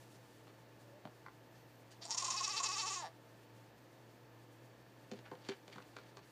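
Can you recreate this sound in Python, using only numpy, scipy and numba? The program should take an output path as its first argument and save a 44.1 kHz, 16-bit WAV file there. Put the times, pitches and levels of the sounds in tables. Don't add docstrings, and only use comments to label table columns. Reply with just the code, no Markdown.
import sys
import numpy as np
from scipy import signal
from scipy.fft import rfft, irfft
from scipy.io import wavfile
from scipy.ndimage import uniform_filter1d
from numba import njit

SR = 44100
rng = np.random.default_rng(int(sys.argv[2]) if len(sys.argv) > 2 else 0)


def persist_wave(psi):
    counts = np.round(np.clip(psi, -1, 1) * 32767).astype(np.int16)
    wavfile.write(sys.argv[1], SR, np.atleast_2d(counts).T)


N = 278271
TIME = np.arange(N) / SR

# (frequency [Hz], spectral
# density [dB per Hz])
AIR_SPECTRUM = [(25, -65), (48, -23.5), (60, -15), (85, -26), (120, -5), (150, -11), (330, -10.5),
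                (530, -11.5), (940, -16.5), (1760, -23.5), (2540, -24.5), (6500, -36), (10300, -49.5),
                (13000, -37)]
# (frequency [Hz], mean level [dB])
HUM_PARTIALS = [(118.4, -66), (296.1, -74), (333.8, -74.5), (479.1, -77.5), (532.9, -80), (651.4, -80.5),
                (888.2, -76.5)]
# (time [s], mean level [dB])
RUSTLE_COURSE = [(0, -72), (.25, -72), (.6, -77.5), (3, -77), (5, -78.5), (5.6, -75), (6.31, -75.5)]
# (time [s], frequency [Hz], mean level [dB])
SQUEAK_COURSE = [(1.44, 12200, -95), (1.51, 12850, -84), (1.55, 12400, -86), (1.62, 13400, -82),
                 (1.68, 12700, -86), (1.77, 11800, -84), (1.8, 12200, -81), (1.83, 11900, -95)]
# (time [s], frequency [Hz], mean level [dB])
FAR_CALL_COURSE = [(.8, 557, -82), (.85, 590, -69), (.92, 551, -63.5), (.97, 605, -61.5), (1.0, 603, -73)]
# (delay [s], level within the reflected sound [dB], low-pass cut-off [Hz])
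YARD_ECHOES = [(.0058, -20, 6200), (0.0224, -13, 3570)]
# (middle [s], length [s], level before the shared resonance [dB], centre frequency [Hz])
SCUFFS_AND_BREATH = [(0.156, 0.017, -67.5, 3980), (1.566, 0.023, -69, 3340), (1.925, 0.022, -63, 3900),
                     (5.165, 0.029, -66.5, 2190), (5.261, 0.021, -59, 1220), (5.485, 0.096, -63, 2300),
                     (5.728, 0.022, -59.5, 2040), (5.823, 0.0086, -61.5, 2000), (6.003, 0.19, -71, 2370),
                     (6.238, 0.016, -66, 2400)]
# (frequency [Hz], width [Hz], lift [dB])
SCUFF_RESONANCE = [(4580, 100, 8.5)]
# (time [s], thud [dB], body [dB], clack [dB], crack [dB], tick [dB],
# note of the struck spot [Hz], decay time of the crunch [s], wall echo [dB])
KNOCKS_AND_RETURN = [(.469, -64.5, -64, -64, -69, -74, 1110, 0.016, -7),
                     (1.0512, -53, -51, -56.5, -63, -73, 620, 0.0048, -6.5),
                     (1.262, -77, -76, -54, -72, -76, 1130, 0.0032, -3),
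                     (5.1135, -47, -49.5, -61, -59, -59.5, 227, 0.0071, -6),
                     (5.188, -65, -62, -68, -67.5, -70, 1400, .006, -12),
                     (5.3136, -53.5, -49.5, -52.5, -65.5, -71, 990, 0.0097, -9),
                     (5.351, -74, -65, -70, -70, -74.5, 1500, 0.0047, -8),
                     (5.4862, -44.5, -43.5, -51, -49.5, -50.5, 392, 0.013, -12),
                     (5.517, -69, -62, -55, -57.5, -68, 396, 0.011, -17),
                     (5.6782, -64, -59, -64, -63.5, -66.5, 605, 0.0035, -6),
                     (5.757, -56, -61, -58.5, -66, -68.5, 1150, .012, -4),
                     (5.7808, -62.5, -63, -54.5, -64, -71, 1210, .006, -8),
                     (5.9650, -66, -58, -54, -58.5, -62.5, 1250, 0.0034, -4.5),
                     (6.169, -79, -60, -58.5, -64.5, -63, 1070, 0.0094, -6.5)]
KNOCK_EDGES = [130, 330, 800, 1800, 3600, 7200]
# (frequency [Hz], width [Hz], lift [dB])
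BOARD_RESONANCES = [(165, 65, 2.5), (230, 54, 4.5), (315, 45, 4), (402, 21, 11), (504, 16, 7), (742, 60, 5),
                    (1630, 120, -0.5), (2320, 120, 7.5), (3100, 120, 4.5), (4300, 140, 8), (4570, 106, 9)]
# (time [s], resting pitch [Hz], base vowel level [dB], base rasp level [dB])
BLEAT_COURSE = [(2.014, 325.8, -63, -61.5), (2.055, 332.6, -51, -53), (2.078, 314, -58, -47.5),
                (2.1, 320, -50, -46), (2.14, 338, -56, -45.5), (2.24, 347.7, -46.5, -43),
                (2.41, 352.5, -49, -44.5), (2.54, 381.7, -47.5, -44.5), (2.61, 355, -43.5, -43),
                (2.70, 365.5, -46.5, -43), (2.765, 379.2, -47.5, -42.5), (2.84, 370.7, -44, -43),
                (2.91, 381.8, -46.5, -43), (2.98, 363.3, -48.5, -46.5), (3.015, 336.2, -47, -50.5),
                (3.04, 286, -44.5, -56.5), (3.052, 180, -45, -53), (3.068, 160.7, -49, -53.5),
                (3.09, 161, -52, -69)]
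# (time [s], length [s], top pitch [Hz], rasp lift [dB],
# bright-ring centre [Hz], added turbulence [0-1], slap after it [dB], vowel throb after it [dB])
QUAVER_CRESTS = [(2.025, 0.03, 401.3, 8.5, 4550, 0.4, 4.5, 1), (2.125, 0.024, 405.4, 6.5, 4850, .05, 4, 14),
                 (2.202, 0.025, 404, 2.5, 5370, 0, 2.5, 7.5), (2.261, .022, 408.7, 0.5, 5500, 0, -1, 5),
                 (2.322, 0.022, 408.4, 1.5, 5070, 0.3, -1, 6.5),
                 (2.379, 0.033, 430, 5.5, 5030, .05, 2.5, 7), (2.447, 0.034, 435.3, 9, 5360, 0.3, 5, 7.5),
                 (2.508, 0.032, 428, 3.5, 4900, 0, 0, 4), (2.575, 0.028, 451, 7, 4530, 0.6, 1, 2),
                 (2.661, .03, 437.7, 6, 4900, 0.4, 1.5, 3.5), (2.733, 0.032, 428.2, 2, 5470, 0.3, -3, 5.5),
                 (2.795, 0.036, 452.1, 4.5, 4730, 0.2, -1, 1.5),
                 (2.878, 0.031, 445.6, 2.5, 5460, 0.3, -1.5, 4), (2.939, 0.023, 416, 3, 6080, 0, 0, 1.5)]
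# (peak [s], length before the peak [s], pulse rate at the peak [Hz],
# peak level change [dB], width of the burst [s])
VOICE_CRACKS = [(2.112, 0.046, 234.4, 9.5, 0.018), (2.182, .022, 263.3, 10.5, 0.017),
                (2.249, 0.014, 286.5, 7.5, 0.015), (2.308, 0.01164, 275.4, 8.5, 0.019),
                (2.6414, 0.028, 282.6, 8, 0.023)]
# (time [s], length [s], level change [dB])
RASP_CATCHES = [(2.074, 0.02, 0), (2.134, 0.0066, -7), (2.163, .012, -5.5), (2.217, 0.011, -4),
                (2.24, 0.0078, -4), (2.299, .008, -5), (2.358, 0.0075, -6), (2.423, 0.0093, -4),
                (2.459, 0.0087, -7.5), (2.498, 0.0062, 1), (2.558, .012, -1.5), (2.68, .007, -6),
                (2.71, 0.0098, -2.5), (2.754, 0.011, -2.5), (2.85, 0.019, -5.5), (2.894, .012, -1.5)]
# (time [s], first resonance [Hz], base bright-ring lift [dB],
# base top-treble lift [dB])
MOUTH_COURSE = [(2.036, 675, 5, -6), (2.055, 714, -14, 14), (2.12, 930, 7.5, 5), (2.22, 1044, 1, 12.5),
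                (2.4, 1090, 8, 2), (2.55, 1098, 7.5, 1.5), (2.97, 1088, 7.5, 5), (3.005, 920, 9, -1),
                (3.04, 806, -5, -3), (3.08, 684, -6, -5)]
# (frequency [Hz], width [Hz], lift [dB])
VOWEL_RESONANCE = [(905, 50, 7)]
# (frequency [Hz], width [Hz], lift [dB])
UPPER_RESONANCES = [(1950, 400, 4), (3130, 60, 2), (3590, 80, 4), (3930, 130, 5), (4750, 70, 11.5),
                    (5005, 170, -15), (5190, 70, 4), (5550, 120, 4), (5960, 70, 3), (6400, 500, 1),
                    (7000, 130, 3), (7380, 140, 4), (8500, 500, -5)]

KNOCK_S, HEEL_S, TOE_SHARE = .018, 0.001986, .35
CREST_SQUARENESS = 2.6
CREST_LEAN_S, CREST_PUSH_SHARE = 0.0028, 0.8
DIP_AT, DIP_S, DIP_DB = 0.67, 0.013, -10
FLARE_AT, FLARE_S, FLARE_TOP_DB = 0.96, 0.0054, 7.5
CRACK_RISE_HZ_PER_S, CRACK_RELEASE_S = 2200, .008
CHOKE_DB, BURST_SQUARENESS = -9, 2.7
CRACK_RING_DB, CRACK_CLEARS = 8.5, .5
JITTER, CREAK_JITTER, UNSTEADY_JITTER, UNSTEADY_S = .007, .025, .036, .36
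TURBULENCE, ONSET_TURBULENCE, ONSET_S = .24, 1.0, .06
TROUGH_TURBULENCE, FIRM_DB = .38, 5
MOUTH_WIDTH_HZ, MOUTH_LIFT_DB, VOWEL_FOLLOWS = 50, 17.5, 0.16
SHUT_HZ, OPEN_HZ = 740, 1087
THROAT_HZ, THROAT_WIDTH_HZ, THROAT_DB, SHUT_HOLLOW_DB = 2588, 66, 12.5, -5.5
THROAT_GIVE, THROAT_TREMBLE = 0.058, 0.0058
REST_RING_HZ, RING_WIDTH_HZ, RING_WANDER_HZ = 6560, 1400, 250
RING_FALL_HZ_PER_S, CREST_RING_GAIN = 38000, 0.85
NASAL_HZ, NASAL_WIDTH_HZ, NASAL_DB, CLOSING_S = 1725, 69, 18, 0.18
SIZZLE_BAND_HZ, SIZZLE_DB, SIZZLE_FOLLOWS = [10900, 14600], -36, .8


def from_db(db):
    return 10 ** (np.asarray(db) / 20)


def rms_one(x):
    return x / np.sqrt(np.mean(x ** 2) + 1e-20)


def constant(value):
    return np.full(N, float(value))


def in_time(rows):
    s, *columns = np.transpose(rows)
    return [np.interp(TIME, s, c) for c in columns]


def smooth(x, seconds):
    size = max(1, int(seconds * SR))
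    return uniform_filter1d(uniform_filter1d(x, size), size)


def span(start_s, end_s, edge_s):
    return smooth(1. * (TIME > start_s) * (TIME < end_s), edge_s)


def during(rows):
    return span(rows[0][0], rows[-1][0], 0.0059)


def bell(s, length_s, squareness=2):
    offset = np.minimum(np.abs(2 * (TIME - s) / length_s), 10)
    return np.exp(-np.log(2) * offset ** squareness)


def drift(rate_hz):
    knots = rng.standard_normal(4000)
    return np.interp(TIME * rate_hz, np.arange(len(knots)), knots)


def cut(x, hz, kind, order=2):
    edges = np.clip(hz, 10, .45 * SR)
    return signal.sosfilt(signal.butter(order, edges, kind, fs=SR, output="sos"), x + 1e-18)


def tone(hz):
    return np.sqrt(2) * np.sin(2 * np.pi * np.cumsum(hz) / SR)


def noise(spectrum):
    hz, level_db = np.transpose(spectrum)
    bins = np.maximum(np.fft.rfftfreq(N, 1 / SR), 1)
    colour = from_db(np.interp(np.log(bins), np.log(hz), level_db))
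    out = irfft(rfft(rng.standard_normal(N)) * colour, N)
    return out / np.std(cut(out, 150, "high"))


def resonate(x, peaks):
    for hz, width_hz, lift_db in peaks:
        a = np.pi * width_hz / SR
        c = -2 * np.cos(2 * np.pi * hz / SR)
        g = from_db(lift_db)
        x = signal.lfilter([1 + a * g, c, 1 - a * g], [1 + a, c, 1 - a], x)
    return x


@njit
def sweep(x, hz, width_hz, lift):
    out, band, low = np.zeros(len(x)), 0., 0.
    for i in range(len(x)):
        g, k = np.tan(np.pi * hz[i] / SR), width_hz / hz[i]
        v = (band + g * (x[i] - low)) / (1 + g * (g + k))
        band, low = 2 * v - band, low + 2 * g * v
        out[i] = x[i] + (lift[i] - 1) * k * v
    return out


def still_air():
    return from_db(-64) * resonate(noise(AIR_SPECTRUM), [(1746, 122, 7.3), (4470, 85, 6.5)])


def motor_hum(waver_hz=2.2, flutter_db=-1.0):
    hum = 0
    for hz, level_db in HUM_PARTIALS:
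        partial = tone(hz + waver_hz * drift(14))
        hum = hum + from_db(level_db + flutter_db * drift(11)) * partial
    return hum


def faint_rustle():
    hiss = rms_one(cut(rng.standard_normal(N), [2000, 9000], "band", order=1))
    return from_db(in_time(RUSTLE_COURSE)[0] + 2.3 * drift(32)) * hiss


def faint_call(rows):
    hz, level_db = in_time(rows)
    unsteady_hz = smooth(hz, 0.016) * (1 + 0.0023 * drift(160))
    return during(rows) * from_db(level_db + 2 * drift(50.5)) * tone(unsteady_hz)


def scatter(x, t60, start_s, band_hz):
    t = TIME[:SR // 2]
    tail = rng.standard_normal(len(t)) * np.exp(-np.log(1000) * t / t60) * (t > start_s)
    return cut(signal.fftconvolve(x, tail / np.linalg.norm(tail))[:N], band_hz, "band")


def yard(x, wet_db):
    wet = from_db(-12) * scatter(x, 0.21, 0.0046, [100, 5000])
    for delay_s, echo_db, cut_hz in YARD_ECHOES:
        dulled = cut(x, cut_hz, "low", order=1)
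        wet += from_db(echo_db) * np.interp(TIME - delay_s, TIME, dulled, left=0)
    return x + from_db(wet_db) * wet


def scuffs_and_breath(grain_db=4.5):
    grains, out = rng.standard_normal(N) * from_db(grain_db * drift(600)), 0
    for s, length_s, level_db, hz in SCUFFS_AND_BREATH:
        swell = np.exp(-2 * ((TIME - s) / length_s) ** 2)
        out = out + from_db(level_db) * swell * rms_one(cut(grains, [hz / 2, hz * 2], "band"))
    return resonate(out, SCUFF_RESONANCE)


def hooves(crunch=0.094, grain_db=6, note_q=5.5, note_db=13, wall_s=0.02, wall_hz=5000):
    t, out = TIME[:SR // 4], np.zeros(N + SR)
    for s, *levels_db, note_hz, fade_s, echo_db in KNOCKS_AND_RETURN:
        contact = crunch * rng.standard_normal(len(t)) * from_db(grain_db * drift(883)[:len(t)])
        contact *= np.minimum(t / HEEL_S, 1) * np.exp(-t / fade_s)
        contact[0] += TOE_SHARE
        contact[int(HEEL_S * SR)] += 1
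        wood = resonate(contact, BOARD_RESONANCES + [(note_hz, note_hz / note_q, note_db)])
        knock = 0
        for k, level_db in enumerate(levels_db):
            band = cut(wood, KNOCK_EDGES[k:k + 2], "band", order=3)
            knock = knock + from_db(level_db) * np.sqrt(KNOCK_S * SR) * band / np.linalg.norm(band)
        echo = from_db(echo_db) * cut(knock, wall_hz, "low", order=1)
        for start_s, sound in (s, knock), (s + wall_s, echo):
            at = int(start_s * SR)
            out[at:at + len(t)] += sound
    return out[:N]


def quaver(rest_hz):
    pitch_hz, lift_db, centre_hz, rough = rest_hz, 0, REST_RING_HZ, 0
    for s, length_s, top_hz, crest_db, ring_hz, turbulence, slap_db, _ in QUAVER_CRESTS:
        pitch_hz = pitch_hz + bell(s, length_s, CREST_SQUARENESS) * (top_hz - rest_hz)
        late_s = s + CREST_LEAN_S
        push = bell(late_s, CREST_PUSH_SHARE * length_s)
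        lift_db = lift_db + push * crest_db + slap_db * bell(s + FLARE_AT * length_s, FLARE_S)
        rough = rough + push * turbulence
        slide_hz = ring_hz - RING_FALL_HZ_PER_S * (TIME - s - CREST_LEAN_S)
        centre_hz = centre_hz + bell(late_s, length_s, CREST_SQUARENESS) * (slide_hz - REST_RING_HZ)
    return pitch_hz, lift_db, centre_hz, rough


def after_crests(share, length_s):
    return sum(bell(s + share * crest_s, length_s) for s, crest_s, *_ in QUAVER_CRESTS)


def cracks(pitch_hz):
    cracked, swing_db = 0, 0
    for s, length_s, rate_hz, peak_db, burst_s in VOICE_CRACKS:
        inside = span(s - length_s, s + CRACK_RELEASE_S, 0.0051)
        pitch_hz = pitch_hz + inside * (rate_hz + CRACK_RISE_HZ_PER_S * (TIME - s) - pitch_hz)
        burst = bell(s, burst_s, BURST_SQUARENESS)
        swing_db = swing_db + inside * (CHOKE_DB + (peak_db - CHOKE_DB) * burst)
        cracked = cracked + inside
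    return pitch_hz, cracked, swing_db


def glottis(pitch_hz, jitter, shimmer_db):
    cycles = np.cumsum(pitch_hz * (1 + jitter * drift(350))) / SR
    for s, *_ in VOICE_CRACKS:
        count = cycles[int(s * SR)]
        cycles = cycles + (np.round(count) - count) * np.clip(1 + (TIME - s) / .03, 0, 1)
    at = np.flatnonzero(np.diff(np.floor(cycles)))[:-1]
    late = (np.ceil(cycles[at]) - cycles[at]) / (cycles[at + 1] - cycles[at])
    sizes = from_db(shimmer_db * drift(350))[at]
    pulses = np.zeros(N)
    for k in range(-5, 7):
        pulses[at + k] -= sizes * np.sinc(k - late) * np.sinc((k - late) / 6)
    turbulence = rng.standard_normal(N) * np.exp(0.5 * np.cos(2 * np.pi * cycles))
    return rms_one(pulses), rms_one(turbulence)


def levelled(x):
    return x / np.sqrt(np.abs(smooth(x ** 2, .009)) + 1e-12)


def mouth_vowel(source, mouth_hz, gate):
    low_band = cut(cut(source, 670, "high"), 1174, "low", order=6)
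    vowel = resonate(low_band, VOWEL_RESONANCE)
    vowel = sweep(vowel, mouth_hz, MOUTH_WIDTH_HZ, constant(from_db(MOUTH_LIFT_DB)))
    return vowel / np.std(vowel[gate > .5])


def throat(x, strain):
    shift = 1 - THROAT_GIVE * strain + THROAT_TREMBLE * smooth(drift(45), .008)
    for hz, width_hz, lift_db in UPPER_RESONANCES:
        x = sweep(x, hz * shift, float(width_hz), constant(from_db(lift_db)))
    return x


def throat_rasp(source, strain, mouth_hz, top_db, centre_hz, ring_db, closing):
    rasp = throat(cut(cut(source, 1640, "high"), 7800, "low"), strain)
    opening = np.clip((mouth_hz - SHUT_HZ) / (OPEN_HZ - SHUT_HZ), 0, 1)
    throat_hz = THROAT_HZ * (1 + THROAT_TREMBLE * drift(45))
    rasp = sweep(rasp, throat_hz, THROAT_WIDTH_HZ, from_db(THROAT_DB * opening))
    rasp = sweep(rasp, constant(THROAT_HZ), 1500.0, from_db(SHUT_HOLLOW_DB * (1 - opening)))
    rasp = sweep(cut(rasp, 8080, "low", order=4), constant(7600), 6200.0, from_db(top_db))
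    wandering_hz = centre_hz + RING_WANDER_HZ * drift(40)
    rasp = sweep(rasp, wandering_hz, RING_WIDTH_HZ, from_db(ring_db))
    rasp = sweep(rasp, constant(NASAL_HZ), NASAL_WIDTH_HZ, from_db(NASAL_DB * closing))
    return levelled(rasp)


def goat():
    start_s, end_s = BLEAT_COURSE[0][0], BLEAT_COURSE[-1][0]
    rest_hz, vowel_db, rasp_db = in_time(BLEAT_COURSE)
    mouth_hz, ring_db, top_db = in_time(MOUTH_COURSE)
    pitch_hz, lift_db, centre_hz, rough = quaver(rest_hz)
    pitch_hz, cracked, swing_db = cracks(pitch_hz)

    for s, length_s, *_, rise_db in QUAVER_CRESTS:
        vowel_db = vowel_db + rise_db * bell(s + FLARE_AT * length_s, 0.014)
    vowel_db = vowel_db + DIP_DB * after_crests(DIP_AT, DIP_S) + VOWEL_FOLLOWS * swing_db
    top_db = top_db + FLARE_TOP_DB * after_crests(FLARE_AT, FLARE_S)
    ring_db = ring_db + CRACK_RING_DB * cracked + CREST_RING_GAIN * lift_db
    catch_db = sum(depth_db * bell(s, length_s) for s, length_s, depth_db in RASP_CATCHES)
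    effort_db = (1 - cracked) * lift_db + swing_db + catch_db

    creak = np.clip((295 - pitch_hz) / 70, 0, 1)
    unsteady = UNSTEADY_JITTER * bell(start_s, UNSTEADY_S) * (1 - cracked)
    jitter = JITTER + CREAK_JITTER * creak + unsteady
    pulses, turbulence = glottis(smooth(pitch_hz, .004), jitter, shimmer_db=1.2 + .2 * creak)
    airy = TURBULENCE * (1 - CRACK_CLEARS * np.maximum(cracked, creak))
    airy = airy + ONSET_TURBULENCE * bell(start_s, ONSET_S)
    source = (pulses + airy * turbulence) / np.hypot(1, airy)

    gate = during(BLEAT_COURSE)
    vowel = from_db(vowel_db) * mouth_vowel(source, mouth_hz, gate)

    closing = bell(end_s, CLOSING_S)
    slack = np.clip(1 - lift_db / FIRM_DB, 0, 1) * (1 - cracked) * (1 - closing)
    hiss = cut(turbulence, 3000, "high", order=1)
    source = source + (TROUGH_TURBULENCE * slack + rough) * hiss
    strain = np.maximum(pitch_hz / rest_hz - 1, 0)
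    rasp = throat_rasp(source, strain, mouth_hz, top_db, centre_hz, ring_db, closing)
    sizzle = rms_one(cut(source, SIZZLE_BAND_HZ, "band", order=3))
    sizzle = from_db(rasp_db + SIZZLE_DB + SIZZLE_FOLLOWS * effort_db) * sizzle
    return gate * (vowel + from_db(rasp_db + effort_db) * rasp + sizzle)


def scene():
    background = still_air() + motor_hum() + faint_rustle()
    calls = faint_call(FAR_CALL_COURSE) + faint_call(SQUEAK_COURSE)
    soft_swells = yard(scuffs_and_breath(), wet_db=5.5)
    knocks = hooves()
    knocks = knocks + from_db(-8) * scatter(knocks, 0.12, .006, [120, 5000])
    voice = goat()
    voice = .9 * voice + from_db(-8) * scatter(voice, .04, .0004, [1800, 11000])
    voice = yard(voice, wet_db=-2)
    mono = background + calls + soft_swells + knocks + voice
    return np.array([mono, mono])


def record(dry):
    return signal.sosfilt(signal.ellip(10, .1, 70, 15400, fs=SR, output="sos"), dry)


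dry = scene()
out = record(dry)
persist_wave(out)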